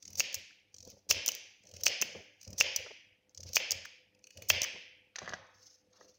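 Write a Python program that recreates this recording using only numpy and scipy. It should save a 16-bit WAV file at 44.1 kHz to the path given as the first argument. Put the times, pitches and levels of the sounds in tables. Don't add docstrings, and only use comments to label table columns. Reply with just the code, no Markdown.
import sys
import numpy as np
from scipy import signal
from scipy.fft import rfft, irfft
from scipy.io import wavfile
from scipy.ndimage import uniform_filter1d

SR = 44100
rng = np.random.default_rng(int(sys.argv[2]) if len(sys.argv) > 2 else 0)


def volts(x):
    e = np.asarray(x, float) / 20
    return 10 ** e


def transcribe(u):
    v = np.clip(np.atleast_2d(u).T, -1, 1)
    q = np.round(v * 32767).astype(np.int16)
    wavfile.write(sys.argv[1], SR, q)


N = 272538

# landing_s, first_crackle_ms, crunch_ms, crunch_db, knock_db, contact_ms, last_fibres_db, thinness (-1 to 1)
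CUTS = [(0.2049, 25, 8.7, -18, -15.5, 0.03, -38, 0.15), (1.112, 17, 5.76, -10.5, -12.5, 0.029, -24.5, 0.09),
        (1.8669, 7.3, 9.5, -14.5, -10, 0.021, -22, 0.19), (2.610, 23, 11, -16.5, -8.5, 0.068, -30.5, 0.069),
        (3.568, 6.9, 19, -17, -9.5, 0.14, -31, 0.22), (4.5028, 14, 4.6, -8, -6, 0.11, -30, 0.55)]
# pitch_hz, relative_level_db, t60_s
BOARD = [(620, 3, 0.019), (1792, -8.5, 0.12), (2180, 6.5, 0.027), (2566, 24.5, 0.02), (2900, 20.5, 0.023),
         (4400, 16, 0.013), (5200, 3.5, 0.026)]
# pitch_hz, relative_level_db, t60_s
KNIFE = [(634, -11.5, 0.1), (730, -10.5, 0.088), (1220, -2.5, 0.034), (1700, 5, 0.033), (1920, 0, 0.045),
         (3170, 11, 0.0064), (4700, 3, 0.01)]
# frequency_hz, gain_db
FIBRE = [(300, -19.5), (600, -17), (1300, -28.5), (2700, -16.5), (3800, -14.5), (4800, -4.5), (6200, 3.5),
         (7400, -12.5), (9000, -24), (13000, -29.5), (14800, -9), (16200, -22.5)]
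# frequency_hz, gain_db
BLOW = [(150, -46), (550, -4), (1200, -16.5), (1900, -6), (2350, 3.5), (3150, 3.5), (3900, -6), (5200, 9),
        (7000, -8), (10000, -49)]
# frequency_hz, gain_db
RATTLE = [(300, -8.5), (600, -0.5), (1200, -2), (1900, -4.5), (2500, -8.5), (5000, -3), (9000, -39)]
# frequency_hz, gain_db
SCUFF = [(880, -34), (1500, -5.5), (2680, -9), (4890, -6), (6270, -1.5), (8220, -33), (15100, -45.5),
         (16400, -18.5)]
PRESS_RISE_DB_S, PRESS_FALL_DB_S, RUB_FALL_DB_S = 605, 253, 128.5
RUB_GRIT_DB = 2.6


def unit(x):
    return x / np.sqrt(np.mean(x ** 2))


def colour(x, table):
    hz, db = np.transpose(table)
    size = 2048
    bins = np.arange(size // 2 + 1) * SR / size
    cep = irfft(np.log(volts(np.interp(np.log(bins + 1), np.log(hz), db))))
    cep[1:size // 2] *= 2
    cep[size // 2 + 1:] = 0
    return signal.fftconvolve(x, irfft(np.exp(rfft(cep))))[:len(x)]


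def resonate(x, peaks):
    return sum(volts(db) * signal.lfilter(*signal.iirpeak(hz, hz / width, SR), x) for hz, width, db in peaks)


def add(out, s, x):
    i = int(s * SR)
    out[i:i + len(x)] += x[:N - i]


def grit(size, spread_db):
    return unit(rng.standard_normal(size) * volts(spread_db * rng.exponential(size=size)))


def clumps(size, ms, spread_db):
    step = max(int(ms * SR / 1000), 1)
    levels = np.repeat(rng.standard_normal(size // 8), step)[:size]
    return volts(spread_db * uniform_filter1d(levels, step // 2 + 1))


def burst(ms, spread_db, rise_ms=0.1):
    t = np.arange(2048) / SR
    rise = np.clip(t * 1000 / rise_ms, 0, 1)
    shape = rise * np.exp(-np.maximum(t - ms / 1000, 0) / .0006)
    x = shape * grit(len(t), spread_db) * clumps(len(t), 2.3, 2.5)
    return x * np.sqrt(np.sum(shape ** 2) / np.sum(x ** 2))


def push(ms):
    force = np.sin(np.pi * np.clip((np.arange(128) + .5) / SR * 1000 / ms, 0, 1))
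    return force / force.sum()


def strike(modes, ms):
    t = np.arange(4096) / SR
    hz, db, t60 = np.transpose(modes)[:, :, None]
    level_chance, pitch_chance = rng.standard_normal((len(modes), 2)).T[:, :, None]
    tones = np.sin(2 * np.pi * hz * (1 + 0.045 * pitch_chance) * t)
    ring = np.sum(volts(db + 2.0 * level_chance) * tones * 1000. ** (-t / t60), axis=0)
    out = np.convolve(ring, push(ms))[:len(t)]
    return out / np.abs(out).max()


def thin(x, share):
    share = np.clip(share, -1, 1)
    return signal.lfilter([1, -share], [np.sqrt(1 + share ** 2)], x)


def swells(table, column, rise, fall):
    t = np.arange(N) / SR
    power = 0
    for row in table:
        start, hold = row[:2]
        db = row[column] - rise * np.maximum(start - t, 0) - fall * np.maximum(t - start - hold, 0)
        power = power + volts(2 * db)
    return np.sqrt(power)


def kitchen():
    # frequency_hz, gain_db
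    noise_colour = [(30, 2.5), (235, -2), (419, -1.5), (878, -6.5), (1030, -15.5), (2590, -11),
                    (6020, -19.5), (8050, -26), (15200, -26), (16400, -46)]
    # pitch_hz, level_db
    hum_lines = [(100, -76.5), (200, -80.5), (300, -79)]
    # time_s, level_db (of its steady tone)
    whine_levels = [(0, -80), (3.0, -77.5), (3.9, -72), (6.18, -72.5)]
    whine_hz, hum_width_hz, noise_db = 507, 4, -71
    hum = 0
    for hz, db in hum_lines:
        hum = hum + volts(db) * unit(resonate(rng.standard_normal(N), [(hz, hum_width_hz, 0)]))
    t = np.arange(N) / SR
    waver = unit(resonate(rng.standard_normal(N), [(whine_hz, 12.0, 0)]))
    tone = np.sqrt(2) * np.sin(2 * np.pi * whine_hz * t)
    whine = volts(np.interp(t, *np.transpose(whine_levels))) * (tone + 0.5 * waver)
    return volts(noise_db) * unit(colour(rng.standard_normal(N), noise_colour)) + hum + whine


def sawing():
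    # first_slip_s, last_slip_s, teeth (count),
    # last_gap_over_first_gap (ratio), first_db, last_db, board_db, counter_db
    saw_runs = [(0.026, .1531, 6, .92, -47.5, -35.5, -27, -13.5),
                (0.7445, .8984, 8, 1.3, -48, -42.5, -47.5, -8.5),
                (1.635, 1.7644, 7, 1.6, -59.5, -44, -21, -11.5),
                (1.8093, 1.8103, 1, 1, -45.5, -41, -16, -24),
                (2.4109, 2.4488, 3, 1.05, -46, -51, -21.5, -21.5),
                (2.4759, 2.5297, 3, .9, -42, -43.5, -27.5, 7),
                (3.3465, 3.4301, 4, .95, -46.5, -43, -32.5, -12),
                (3.4883, 3.4875, 1, 1, -44.5, -43, -16.5, -22), (4.149, 4.19, 2, 1, -63, -63.5, -7.5, -18),
                (4.24, 4.3066, 3, 1.17, -51, -48.5, -11.5, -20),
                (4.372, 4.4199, 2, 1, -43.5, -36.5, -12.5, -2.5)]
    # pitch_hz, width_hz, gain_db
    counter_modes = [(90, 30, 12.5), (190, 64, 0), (370, 91, -9), (526, 100, 4.5)]
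    scatter_db, scatter_ms, thin_scatter = 1.5, 0.6, .3
    bright_db, thin_per_db = -41, .06
    slips, on_board, on_counter = np.zeros((3, N))
    for first, last, teeth, stretch, db0, db1, board_db, counter_db in saw_runs:
        steps = np.cumsum(np.r_[0, np.linspace(1, stretch, teeth - 1)])
        times = first + (last - first) * steps / max(steps[-1], 1e-9)
        for s, db in zip(times, np.linspace(db0, db1, teeth)):
            late, loud, share = rng.standard_normal(3)
            s = s + late * scatter_ms / 1000
            slip = volts(db + loud * scatter_db) * burst(4.88, 0.7, rise_ms=0.5)
            share = (db - bright_db) * thin_per_db + thin_scatter * share
            add(slips, s, thin(thin(slip, share), share))
            add(on_board, s, volts(board_db) * slip)
            add(on_counter, s, volts(db + counter_db + 26.5) * push(2.0))
    board, knife = ([(hz, 2.0 / t60, db) for hz, db, t60 in modes] for modes in (BOARD, KNIFE))
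    rung = resonate(on_board, board) + volts(-3.5) * resonate(on_board, knife)
    return volts(3.0) * colour(slips, FIBRE) + rung + resonate(on_counter, counter_modes)


def rubbing():
    # start_s, hold_s, level_db
    rubs = [(.03, 0.17, -62.5), (.88, 0.038, -61), (1.76, 0.079, -57), (2.12, 0.07, -65.5),
            (2.42, 0.38, -65), (3.45, 0.097, -60), (4.39, 0.17, -59), (5.58, 0.11, -62.5),
            (5.75, 0.045, -71), (5.99, .11, -65.5)]
    # frequency_hz, gain_db
    rustle_colour = [(700, -31), (1500, -22.5), (2680, -11.5), (3600, -15), (4890, -4.5), (6270, -2),
                     (8220, -32.5), (15100, -27), (16400, -21)]
    rise_db_s, rest_db = 148.5, -87.5
    rustle = unit(colour(grit(N, RUB_GRIT_DB) * clumps(N, 20, 4.5), rustle_colour))
    return rustle * (swells(rubs, column=2, rise=rise_db_s, fall=RUB_FALL_DB_S) + volts(rest_db))


def pressing():
    # start_s, hold_s, boom_db, thud_db, board_creak_db
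    presses = [(.06, 0.15, -63, -64, -72), (.2, 0.088, -81, -66, -55.5), (.37, 0.019, -59.5, -76.5, -74.5),
               (.77, 0.027, -65.5, -81.5, -78.5), (.83, 0.094, -60.5, -68.5, -65.5),
               (1.1, 0.054, -51, -60, -52.5), (1.3, 0.011, -67, -70.5, -58),
               (1.65, 0.14, -82, -71.5, -66.5), (1.72, 0.12, -59, -75, -63), (1.87, 0.018, -78, -72, -53.5),
               (2.02, 0.036, -62, -54, -53), (2.15, 0.021, -60.5, -56.5, -52.5),
               (2.485, 0.076, -55.5, -59.5, -59), (2.61, 0.04, -53.5, -76, -48.5),
               (2.78, 0.011, -56, -69.5, -55.5), (3.4, .17, -55, -66.5, -62),
               (3.57, 0.033, -71.5, -65.5, -56.5), (3.74, 0.022, -53.5, -69, -58.5),
               (4.37, 0.051, -53, -67, -56), (4.5, 0.055, -47, -57, -53),
               (4.74, 0.026, -69.5, -62.5, -62.5), (5.22, 0.15, -58.5, -60, -64.5),
               (6.0, 0.045, -74, -66.5, -62.5)]
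    # pitch_hz, width_hz, relative_level_db
    boom_modes = [(88.2, 2.9, 9), (60, 2.7, -2)]
    # pitch_hz, width_hz, relative_level_db
    thud_modes = [(189, 40, 0)]
    # pitch_hz, width_hz, relative_level_db
    creak_modes = [(412, 32, 5.5), (512.5, 100, 9)]
    lumps = clumps(N, 14, 4)
    boom = unit(resonate(rng.standard_normal(N), boom_modes) * lumps)
    thud = unit(resonate(rng.standard_normal(N) * lumps, thud_modes))
    creak = unit(resonate(resonate(grit(N, 1.8) * lumps, creak_modes), [(530, 220, 0)]))
    boom = boom * swells(presses, column=2, rise=PRESS_RISE_DB_S, fall=PRESS_FALL_DB_S)
    thud = thud * swells(presses, column=3, rise=PRESS_RISE_DB_S, fall=PRESS_FALL_DB_S)
    creak = creak * swells(presses, column=4, rise=PRESS_RISE_DB_S, fall=132.5)
    return boom + thud + creak


def breaking():
    # time_s, length_ms, relative_level_db, thinness (-1 to 1)
    ticks = [(0.197, .5, -8.5, 0), (.328, 1.8, -33, 0.66), (0.3434, 1.8, -15.5, 0.73), (0.344, 9.7, -26, 1),
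             (1.2616, 0.41, -5.5, 0.96), (1.269, 1.9, -23.5, .3), (1.279, 1.7, -11.5, .3),
             (1.2871, 0.7, -9.5, 1), (1.3185, 0.26, -17.5, 1), (1.35, 0.84, -21, 1),
             (1.8348, 11, -25.5, 0.38), (2.015, 0.59, -13, 0.16), (2.02, 2.5, -15.5, .3),
             (2.7612, 2.5, -14.5, 0.45), (2.7641, 1.5, -21, 0), (3.294, 1.4, -52, 0),
             (3.532, 5.3, -31, 0.028), (3.708, 0.5, -12.5, .3), (3.7155, 1.1, -19.5, 0.39),
             (3.717, 4.4, -16.5, 0.16), (3.85, 8.7, -41.5, 0.087), (4.618, 0.83, -12, 0.049),
             (4.631, 6.3, -24, .3), (4.641, 3.9, -24.5, 0.62)]
    lead_db, lead_grow_db_ms = -9.5, 0.27
    after_gap_ms, after_ms = 9.2, 6
    crunch_grit_db = 2.2
    cracks = np.zeros(N)
    t_ms = np.arange(2048) * 1000 / SR
    for s, lead, ms, db, _, _, after_db, share in CUTS:
        growth = volts(db + lead_db - lead_grow_db_ms * np.maximum(lead - t_ms, 0))
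        crackle = growth * burst(lead, crunch_grit_db, rise_ms=6.8)
        crunch = volts(db) * burst(ms, crunch_grit_db, rise_ms=ms / 2)
        add(cracks, s - (ms + lead) / 1000, thin(thin(crackle, share), share))
        add(cracks, s - ms / 1000, thin(thin(crunch, share), share))
        add(cracks, s + after_gap_ms / 1000, volts(after_db) * burst(after_ms, 4.3))
    for s, ms, db, share in ticks:
        add(cracks, s, thin(volts(db) * burst(ms, 1.5), share))
    return volts(3.0) * colour(cracks, FIBRE)


def landings():
    near, far = np.zeros((2, N))
    for s, _, _, _, db, ms, _, _ in CUTS:
        add(near, s, volts(db) * strike(BOARD, ms))
        add(far, s, volts(db + 21.0) * push(ms))
    far = colour(far, BLOW)
    return near + volts(-15.5) * far, far


def touches():
    # time_s, level_db, contact_ms
    knocks = [(0.344, -36.5, .3), (1.289, -22.5, 0.096), (2.0223, -18, 0.32), (2.149, -35.5, 0.92),
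              (2.862, -38, .6), (2.905, -40.5, 0.99), (3.722, -43.5, .67), (4.632, -34, 0.2),
              (4.64, -31.5, 0.11), (4.754, -45, 0.88)]
    skid_ms = 12
    near, far = np.zeros((2, N))
    for s, db, ms in knocks:
        skid = np.convolve(strike(BOARD, ms), burst(skid_ms * ms, 1.8))
        add(near, s, volts(db) * skid / np.abs(skid).max())
        add(far, s, volts(db + 19.0) * push(ms))
    return near, colour(far, BLOW)


def tipping():
    # time_s, pitch_hz, relative_level_db
    tocks = [(0.499, 1700, -47.5), (2.865, 1140, -42), (3.845, 1598, -31), (4.636, 1800, -28)]
    near = np.zeros(N)
    for s, hz, db in tocks:
        grain = volts(db) * burst(14, 6.0) * clumps(2048, 4, 6)
        add(near, s, resonate(resonate(grain, [(hz, 800, 0)]), [(hz, 800, 0)]))
    return near


def clatter():
    # time_s, level_db, contact_ms, scuff_db (relative to the tap)
    knife_taps = [(5.158, -34.5, 0.053, 8.5), (5.185, -31.5, 0.21, 3.5), (5.218, -32, 0.83, -13.5),
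                  (5.229, -38, 0.16, -10.5), (5.247, -41, 0.33, -10.5), (5.259, -36, 0.11, -13),
                  (5.266, -40, 0.3, -19), (5.277, -26, .4, -19.5), (5.2921, -35, 0.039, 3.5),
                  (5.303, -34, 0.43, -17), (5.324, -31, 0.4, -20), (5.3353, -23.5, 0.3, -8),
                  (6.011, -41, 0.64, -24.5)]
    chatter_ms, chatter_db = 3.3, -10
    near, taps, scuffs = np.zeros((3, N))
    for s, db, ms, scuff_db in knife_taps:
        add(taps, s, volts(db + 21.5) * push(ms))
        add(scuffs, s, volts(db + scuff_db) * burst(5.5, 2.0))
        late = np.cumsum(np.r_[0, chatter_ms / 1000 * rng.uniform(.4, 1.6, size=3)])
        for k, after in enumerate(late):
            add(near, s + after, volts(db + k * chatter_db) * strike(KNIFE, ms))
    far = colour(taps, RATTLE)
    return near + volts(-19) * far, far, colour(scuffs, SCUFF)


def scraping():
    # start_s, hold_s, dull_db, bright_db
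    scrapes = [(5.17, 0.19, -61, -60.5), (5.94, 0.053, -68, -67.5)]
    dull = unit(colour(grit(N, RUB_GRIT_DB), RATTLE))
    bright = unit(colour(grit(N, RUB_GRIT_DB) * clumps(N, 9.8, 7.6), SCUFF))
    dull = dull * swells(scrapes, column=2, rise=PRESS_RISE_DB_S, fall=PRESS_FALL_DB_S)
    return dull + bright * swells(scrapes, column=3, rise=PRESS_RISE_DB_S, fall=RUB_FALL_DB_S)


def room(x):
    # frequency_hz, t60_s, relative_level_db
    room_decay = [(245, 0.56, -11.5), (534, 0.65, -12), (1400, 0.92, -16), (1800, 1.038, -12),
                  (3340, 0.88, -14.5), (4830, 0.75, -19), (5950, 0.68, -24.5), (8050, 0.43, -24),
                  (15000, 0.098, -12)]
    # delay_s, gain_db
    wall_echoes = [(0.035, -28.5), (0.057, -33)]
    hz, t, z = signal.stft(rng.standard_normal(int(1.3 * SR)), SR, nperseg=256)
    at, t60, db = np.transpose(room_decay)
    t60, db = (np.interp(np.log(hz + 1), np.log(at), c)[:, None] for c in (t60, db))
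    tail = signal.istft(z * volts(db - 60 * t / t60), SR, nperseg=256)[1]
    t = np.arange(len(tail)) / SR
    rise = volts(-24.0) * (1 - np.exp(-(t / 0.03) ** 2))
    walls = sum(volts(db) * np.exp(-((t - s) / 0.00087) ** 2) for s, db in wall_echoes)
    early = volts(-34.5) * rng.standard_normal(len(t)) * np.exp(-t / 0.0089)
    return signal.fftconvolve(x, tail * (rise + walls) + early)


def room_in_stretches(x):
    hop = int(.3 * SR)
    x, out = np.r_[np.zeros(hop), x, np.zeros(2 * hop)], np.zeros(N + 4 * SR)
    fade = np.sin(np.pi * np.arange(2 * hop) / (2 * hop))
    for i in range(0, N + hop, hop):
        wet = room(fade * x[i:i + 2 * hop])
        out[i:i + len(wet)] += wet
    return out[hop:hop + N]


def scene():
    landing, landing_far = landings()
    touch, touch_far = touches()
    tap, tap_far, scuffs = clatter()
    high_pass = signal.butter(4, 380, "high", fs=SR, output="sos")
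    knock = signal.sosfilt(high_pass, landing + touch + tipping() + tap)
    crisp = sawing() + breaking() + scuffs + rubbing() + scraping()
    reverberant = room_in_stretches(crisp + landing_far + touch_far + tap_far)
    return (knock + crisp + reverberant + pressing() + kitchen())[None]


def suppress(x, over_db, depth_db, hold):
    z = signal.stft(x, nperseg=512)[2]
    power = uniform_filter1d(np.abs(z) ** 2, size=3, axis=0)
    power = np.maximum(power, signal.lfilter([1 - hold], [1, -hold], power, axis=1))
    quiet = np.percentile(power, 10, axis=1)[:, None] * volts(2 * over_db)
    gain = np.maximum(power / (power + quiet), volts(depth_db))
    return signal.istft(z * gain, nperseg=512)[1][:N]


def low_pass(x):
    return signal.sosfilt(signal.butter(12, 16960, fs=SR, output="sos"), x)


def record(dry):
    x = suppress(dry[0], over_db=4.2, depth_db=-9.0, hold=.8)
    x = signal.sosfilt(signal.butter(3, 55, "high", fs=SR, output="sos"), x)
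    x = signal.sosfilt(signal.ellip(6, .2, 30, 16000, fs=SR, output="sos"), x)
    return low_pass(x[None])


dry = scene()
out = record(dry)
transcribe(out)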